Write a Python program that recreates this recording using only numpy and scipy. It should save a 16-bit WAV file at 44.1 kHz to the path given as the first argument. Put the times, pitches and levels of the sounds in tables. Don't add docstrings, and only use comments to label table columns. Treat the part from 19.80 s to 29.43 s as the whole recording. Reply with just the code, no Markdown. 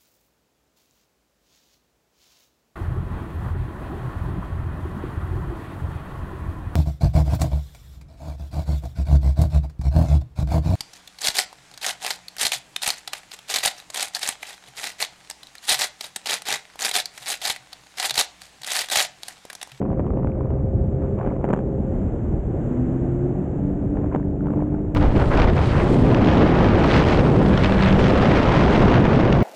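import sys
import numpy as np
from scipy import signal
from scipy.fft import rfft, irfft, next_fast_len
from scipy.io import wavfile
from scipy.ndimage import uniform_filter1d, minimum_filter1d, map_coordinates

SR = 44100
rng = np.random.default_rng(int(sys.argv[2]) if len(sys.argv) > 2 else 0)


def inscribe(sig):
    pcm = np.round(np.clip(np.atleast_2d(sig).T, -1, 1) * 32767)
    wavfile.write(sys.argv[1], SR, pcm.astype(np.int16))


N = 424683
TIME = np.arange(N) / SR

# (start [s], length [s], buffet [dB], rumble [dB])
SLOW_GUSTS = [(.05, 0.93, -64, -27.5), (.7, 0.56, -39.5, -25), (2.08, 0.57, -29, -28.5),
              (5.17, 0.49, -19.5, -41)]


def engine(base_db=-32, part_hz=50, full_hz=64, load_db=3, load_hz_per_s=12,
           wobble=0.0045, waver_db=1.1, roughness=0.24):
    # (time [s], cycle rate = half the shaft speed [Hz])
    speed = [(0, 66.3), (2.15, 66.3), (2.3, 62), (2.55, 49), (2.78, 38.6), (3, 41.8), (3.5, 44.8),
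             (3.9, 48.2), (4.3, 48.6), (4.55, 47.8), (4.9, 50), (5.4, 49.9), (5.65, 45), (6.1, 46),
             (7.2, 59.5), (7.7, 64), (8.2, 64.5), (8.35, 65.5), (8.8, 66.3)]
    # (order [x cycle rate], full-speed level [dB], part-speed level [dB])
    orders = [(2, 0, -8.5), (3, -10.5, -4), (4, -19.5, -5.5), (5, -15, -17.5), (6, -4.5, -11),
              (7, -17.5, -17.5), (8, -4.5, -14), (9, -15.5, -21), (10, -19.5, -23), (11, -19.5, -24),
              (12, -26.5, -28.5), (13, -26, -16.5), (18, -34, -25)]
    # (driving order [x cycle rate], centre [Hz], width [Hz], boost [dB])
    hull = [(3, 130, 28, 9), (3, 193, 8, 24), (4, 192, 12, 6), (6, 250, 24, 14.5), (6, 294, 30, 14),
            (6, 387, 9, 5), (8, 352, 54, 15)]
    cycle_hz, = curves(speed)
    pull = uniform_filter1d(np.gradient(cycle_hz) * SR, size=4000) / load_hz_per_s
    level_db = base_db + load_db * np.clip(pull, -3, .5)
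    phase = 2 * np.pi * np.cumsum(cycle_hz * (1 + wobble * walk(25))) / SR
    full_share = np.clip((cycle_hz - part_hz) / (full_hz - part_hz), 0, 1)
    drone = 0
    for order, full_db, part_db in orders:
        db = level_db + part_db + full_share * (full_db - part_db) + waver_db * walk(16)
        for driver, hull_hz, width_hz, boost_db in hull:
            if driver == order:
                detuning = 2 * (order * cycle_hz - hull_hz) / width_hz
                db = db + boost_db / (1 + detuning ** 2)
        drone = drone + np.sqrt(2) * undb(db) * np.sin(order * phase + rng.uniform(0, 2 * np.pi))
    return drone * (1 + roughness * walk(60))


def open_wind():
    # (time [s], relative roar [dB], relative tearing treble [dB])
    airflow = [(5.15, -19.5, -35.5), (5.5, -18, -35.5), (5.93, -22, -31.5), (6.14, -11.5, -34.5),
               (6.55, -12.5, -25), (7.2, -16, -24), (7.58, -11.5, -30.5), (7.8, -19, -26),
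               (8.06, -20.5, -24.5), (8.19, -14, -29), (8.52, -15.5, -22), (8.9, -14.5, -22.5),
               (9.1, -14, -23), (9.63, -13.5, -28)]
    # (start [s], length [s], relative level [dB])
    sharp_gusts = [(5.16, 0.0086, -25.5), (5.195, 0.054, -31), (5.35, 0.024, -30), (5.39, 0.035, -28.5),
                   (5.505, 0.056, -29), (5.565, 0.084, -25), (5.67, 0.032, -25.5), (5.76, 0.048, -30),
                   (5.92, 0.15, -31), (6.25, 0.12, -33)]
    # (start [s], length [s], relative level [dB])
    bow_showers = [(5.54, 0.046, -52), (5.77, 0.14, -42), (6.41, 0.11, -42), (7.02, 0.15, -36),
                   (7.2, 0.16, -38.5), (7.76, 0.065, -41), (7.98, 0.11, -52), (8.175, 0.039, -30.5),
                   (8.33, 0.65, -42.5)]
    # (frequency [Hz], gain [dB])
    air_colour = [(12, -7), (40, -2), (110, 1), (300, -3), (600, -9), (1400, -18.5), (3000, -27.5),
                  (5000, -39), (6500, -47), (8000, -59), (10000, -76), (15000, -112)]
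    gusts, = bursts(sharp_gusts, attack_s=0.0047, release_s=0.01)
    showers, = bursts(bow_showers, attack_s=0.08, release_s=0.064)
    steady_roar_db, steady_tear_db = curves(airflow)
    roar_db = add_bursts(steady_roar_db, gusts, boost_db=3)
    wind_tear_db = add_bursts(steady_tear_db, gusts)
    tear_db = add_bursts(wind_tear_db, showers, boost_db=7)
    air = colour(rng.standard_normal(N), air_colour)
    eddy_db = 1.2 * walk(45) + 1.28 * walk(330)
    crackle_db = 3.1 * walk(800)
    rush_db = add_bursts((roar_db + tear_db) / 2, gusts, boost_db=1) + eddy_db / 2
    top_db = add_bursts(wind_tear_db - 17, showers) + eddy_db + crackle_db
    return swell(air, [*buffet_zones(buffet_db=-26, rumble_db=-21.5),
                       (110, 500, roar_db - 2),
                       (450, 900, rush_db - 3.5),
                       (800, 2800, tear_db - 1.9 + eddy_db + crackle_db / 2),
                       (3200, 5500, top_db - 3.5)])


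def sealed_wind(soak, gusty_db=1.0, soak_hiss_db=-4):
    # (time [s], relative roar [dB], relative spray hiss [dB])
    airflow = [(0, -27, -79), (1.0, -31, -75.5), (2.1, -26.5, -71), (2.7, -28, -73), (2.85, -26.5, -69),
               (3.4, -27, -71), (4.1, -30, -74), (5.13, -28.5, -73.5)]
    # (frequency [Hz], gain [dB])
    air_colour = [(10, -31.5), (22, -7.5), (36, 11), (100, 4), (220, 1), (350, 0), (480, -8), (700, -13.5),
                  (1000, -29), (2000, -61), (4000, -85)]
    # (frequency [Hz], gain [dB])
    spray_colour = [(300, 0.5), (700, -1), (1500, -8), (2800, -23), (3500, -30.5), (4400, -43.5),
                    (5200, -45.5), (6400, -31), (7500, -29), (8600, -41), (10500, -73.5)]
    roar_db, hiss_db = curves(airflow)
    air = colour(rng.standard_normal(N), air_colour) * undb(gusty_db * walk(25))
    spray = unit(colour(rng.standard_normal(N), spray_colour))
    spray *= undb(hiss_db + 26 + soak_hiss_db * soak)
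    return spray + swell(air, [*buffet_zones(buffet_db=-34, rumble_db=-29), (110, 700, roar_db + 1)])


def buffet_zones(buffet_db, rumble_db):
    buffets, rumbles = bursts(SLOW_GUSTS, attack_s=0.025, release_s=0.11)
    return [(25, 60, add_bursts(buffet_db, buffets)), (60, 120, add_bursts(rumble_db, rumbles))]


def water_film(lag_s=0.26, drain_s=0.25):
    # (start [s], length [s], relative level [dB])
    washes = [(0, 0.57, -51), (.59, 0.21, -51), (1.2, 0.061, -47.5), (1.368, 0.13, -39.5), (1.6, 0.15, -46),
              (1.69, 0.035, -45.5), (4.13, 0.14, -48.5), (4.305, 0.014, -37.5), (4.62, 0.23, -48.5),
              (4.9, 0.097, -54)]
    wash, = np.sqrt(bursts(washes, attack_s=0.024, release_s=0.049))
    water = np.interp(TIME - lag_s, TIME, uniform_filter1d(wash, size=int(drain_s * SR)))
    return wash, water / water.max()


def wet_case(wash, ragged_db=5.5, churn_gain_db=8, patter_gain_db=-14, slap_gain_db=35):
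    # (frequency [Hz], gain [dB])
    churn_colour = [(60, -19.5), (200, 0), (550, 16.5), (1000, 7.5), (1700, -9.5), (2900, -36.5),
                    (4000, -51), (7000, -59), (10000, -88)]
    # (time [s], relative level [dB], contact [s])
    slaps = [(.0159, -25.5, 0.00018), (.027, -31, 0.000095), (.0525, -31, 0.0002), (.102, -35, .00008),
             (.1171, -29, .00012), (.1295, -29, .00015), (.175, -40, .0001), (.1955, -24, 0.00015),
             (.2024, -34, .00003), (.246, -39, .0001), (.2664, -32, 0.000049), (.278, -39, .00008),
             (.305, -28.5, 0.00013), (.323, -38, .00008), (.336, -29, 0.00028), (.3728, -24.5, 0.00031),
             (.387, -37, .00014), (.4315, -28, 0.00026), (.4464, -20.5, 0.00036), (.472, -29, .00007),
             (.6087, -34, .00005), (.7048, -32, 0.000096), (1.3885, -24, 0.00032), (1.4635, -30, .00007),
             (1.4735, -27, .00009), (1.5652, -29.5, 0.00014), (1.6425, -22.5, .00005),
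             (1.6512, -29, .00003), (1.6645, -34, .00006), (1.6895, -27, .00003), (1.7022, -26, .00006),
             (1.7062, -24, .00004), (1.7312, -21, .00001), (1.7362, -17, .00001), (1.7475, -30, .00004),
             (1.7628, -30, .000015), (1.7748, -31, .00002), (1.7905, -29, .00003), (1.8045, -40, .00003),
             (4.1712, -29, .00008), (4.26, -35, .0001), (4.3485, -22.5, 0.000044), (4.3605, -21.5, .00007),
             (4.399, -35, 0.00011), (4.659, -33, .00014), (4.6695, -28, 0.00012), (4.7045, -28.5, .00015),
             (4.737, -27, 0.0002), (4.7738, -30.5, .0002), (4.8042, -34.5, .00007),
             (4.9434, -26.5, 0.00022)]
    # (frequency [Hz], gain [dB])
    slap_colour = [(60, 0.5), (200, 14), (550, 6), (1000, -3), (1700, -16), (3200, -32), (4900, -62.5),
                   (6600, -39), (7700, -38.5), (9200, -56), (12000, -84.5)]
    # (time [s], pitch [Hz], peak [dB])
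    gurgles = [(.518, 2270, -45), (1.412, 1600, -33), (1.421, 1900, -51), (4.214, 1860, -49),
               (4.3155, 1340, -34), (4.428, 1700, -42), (4.607, 1370, -36), (4.684, 1220, -31),
               (4.948, 1400, -36.5)]
    churn = unit(colour(rng.standard_normal(N) * undb(ragged_db * walk(300)), churn_colour))
    knocks = colour(impacts(slaps, decay_s=0.0008, fizz=0.13), slap_colour)
    patter = unit(band(rng.standard_normal(N) * undb(ragged_db * walk(500)), 1000, 2400))
    flow = wash * (churn * undb(churn_gain_db) + patter * undb(patter_gain_db))
    return flow + knocks * undb(slap_gain_db) + bubbles(gurgles, ring_s=0.0012)


def splashes(gain_db=4, contact_s=0.00003):
    # (time [s], relative level [dB])
    hits = [(5.148, -21), (5.1695, -17.5), (5.208, -25), (5.3614, -31), (5.456, -27), (5.574, -15),
            (5.5983, -15), (5.618, -11.5), (5.645, -22), (5.6725, -23), (5.6994, -25), (6.3455, -14),
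            (6.445, -18), (7.298, -16), (7.343, -21), (7.66, -20), (7.775, -11), (7.8355, -12),
            (7.8441, -9), (7.858, -14), (7.921, -17), (8.023, -12), (8.034, -16), (8.059, -13),
            (8.074, -17), (8.085, -13), (8.126, -15), (8.241, -15), (9.5257, -11.5)]
    # (frequency [Hz], gain [dB])
    spatter_colour = [(200, -3), (900, 5), (3000, 3.5), (5000, -7), (8000, -23), (11000, -52), (15000, -89)]
    spatter = impacts([(s, db, contact_s) for s, db in hits], decay_s=0.0013, fizz=0.4)
    return undb(gain_db) * colour(spatter, spatter_colour)


def sloshes(bubbles_per_s=700, spread_oct=0.5, scatter_db=4):
    # (start [s], length [s], middle pitch [Hz], typical bubble peak [dB])
    surges = [(5.197, 0.075, 800, -26), (5.36, 0.097, 794, -24.5), (5.501, .06, 980, -24),
              (5.76, .07, 940, -25.5), (5.91, 0.13, 1200, -25), (7.76, .12, 1900, -33),
              (7.97, 0.16, 1900, -25.5)]
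    cloud = []
    for start_s, length_s, middle_hz, peak_db in surges:
        count = int(length_s * bubbles_per_s)
        draws = rng.standard_normal((256, 3))[:count]
        for i, (late, pitch, strength) in enumerate(draws):
            along = (i + .5) / count
            onset_s = start_s + along * length_s + late / bubbles_per_s
            hz = middle_hz * 2 ** (spread_oct * np.clip(pitch, -2, 2))
            db = peak_db + scatter_db * strength + 10 * np.log10(np.sin(np.pi * along))
            cloud.append((onset_s, hz, db))
    return bubbles(cloud, ring_s=0.0006)


def mist(flicker_db=1.8):
    # (time [s], level at 8-12 kHz [dB])
    drift = [(5.15, -66), (5.28, -71), (5.4, -64), (5.55, -62.5), (5.68, -70), (5.83, -62.5), (6.18, -60.5),
             (6.36, -69), (6.95, -68.5), (7.1, -62), (7.4, -65.5), (8.06, -62.5), (8.4, -66), (9.05, -65),
             (9.16, -71), (9.63, -72)]
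    # (frequency [Hz], gain [dB])
    fizz_colour = [(500, -8.5), (2500, -3.5), (4000, -5), (6000, -13.5), (8000, -12.5), (10000, -21),
                   (12000, -29), (14000, -41), (15500, -48)]
    level_db, = curves(drift)
    hiss = colour(rng.standard_normal(N), fizz_colour) * undb(flicker_db * walk(78))
    return swell(hiss, [(8000, 12000, level_db)])


def impacts(table, decay_s, fizz, size=2048):
    out = np.zeros(N + size)
    age_s = np.arange(size) / SR
    grains = band(rng.standard_normal((len(table), size)), 900, 16000)
    for (onset_s, db, contact_s), grain in zip(table, grains):
        burst = fizz * grain * age_s / decay_s * np.exp(1 - age_s / decay_s)
        burst[0] += 1
        contact = np.exp(-age_s / contact_s)
        start = int(onset_s * SR)
        out[start:start + size] += undb(db) * signal.fftconvolve(burst, contact / contact.sum())[:size]
    return out[:N]


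def bubbles(table, ring_s, rise_per_s=7.4, size=2048):
    out = np.zeros(N)
    age_s = np.arange(size) / SR
    ring = (age_s / ring_s * np.exp(1 - age_s / ring_s)) ** 2
    for onset_s, hz, db in table:
        phase = 2 * np.pi * hz * age_s * (1 + rise_per_s * age_s / 2)
        start = int(onset_s * SR)
        out[start:start + size] += undb(db) * ring * np.sin(phase)
    return out


def undb(db):
    return 10 ** (np.asarray(db) / 20)


def curves(table):
    times_s, *columns = np.transpose(table)
    return [np.interp(TIME, times_s, column) for column in columns]


def unit(x):
    return x / np.sqrt(np.mean(x ** 2))


def walk(rate_hz):
    steps = rng.standard_normal(20000)
    return unit(map_coordinates(steps, [TIME * rate_hz], order=2, mode="wrap"))


def colour(x, points, size=4096):
    hz, db = np.transpose(points)
    bins_hz = np.maximum(np.arange(size // 2 + 1) * SR / size, 1)
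    gain = undb(np.interp(np.log(bins_hz), np.log(hz), db))
    cepstrum = irfft(np.log(gain))
    cepstrum[1:size // 2] *= 2
    cepstrum[size // 2 + 1:] = 0
    return signal.fftconvolve(x, irfft(np.exp(rfft(cepstrum))))[:N]


def band(x, lo_hz, hi_hz):
    return signal.sosfilt(signal.butter(4, [lo_hz, hi_hz], "band", fs=SR, output="sos"), x)


def swell(x, zones):
    size = next_fast_len(N)
    spectrum = rfft(x, size)
    log_hz = np.log(np.maximum(np.arange(len(spectrum)) * SR / size, 1))
    centres = [np.log(lo_hz * hi_hz) / 2 for lo_hz, hi_hz, _ in zones]
    out = 0
    for share, (lo_hz, hi_hz, db) in zip(np.eye(len(zones)), zones):
        part = irfft(spectrum * np.interp(log_hz, centres, share), size)[:N]
        out = out + part * undb(db) / np.std(band(x, lo_hz, hi_hz))
    return out


def bursts(table, attack_s, release_s):
    power = 0
    for start_s, length_s, *levels_db in table:
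        age_s = TIME - start_s
        shape = np.clip(age_s / attack_s, 0, 1) * np.exp(-np.maximum(age_s - length_s, 0) / release_s)
        power = power + np.outer(undb(levels_db), shape) ** 2
    return power


def add_bursts(steady_db, power, boost_db=0):
    return 10 * np.log10(undb(steady_db) ** 2 + power * undb(boost_db) ** 2)


def scene(film_off_s=5.148, tear_s=0.0019, soak_db=-1, buried_db=-2.5, waver_db=3, tick_db=-24):
    bare = np.clip((TIME - film_off_s) / tear_s, 0, 1)
    wash, soak = water_film()
    drone = engine()
    muffled = (drone + sealed_wind(soak)) * undb(soak_db * soak) + wet_case(wash)
    buried = drone * undb(buried_db + waver_db * walk(22))
    raw = buried + open_wind() + mist() + sloshes() + splashes()
    tick = undb(tick_db) * signal.unit_impulse(N, int(film_off_s * SR))
    fade_in = np.clip(TIME / .004, 0, 1)
    return (fade_in * (1 - bare) * muffled + bare * raw + tick)[None]


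def record(dry, ceiling=0.57, top_hz=15700):
    headroom = np.minimum(1, ceiling / (np.abs(dry) + 1e-9))
    gain = uniform_filter1d(minimum_filter1d(headroom, size=300), size=300)
    return signal.sosfilt(signal.ellip(8, .2, 70, top_hz, fs=SR, output="sos"), dry * gain)


dry = scene()
out = record(dry)
inscribe(out)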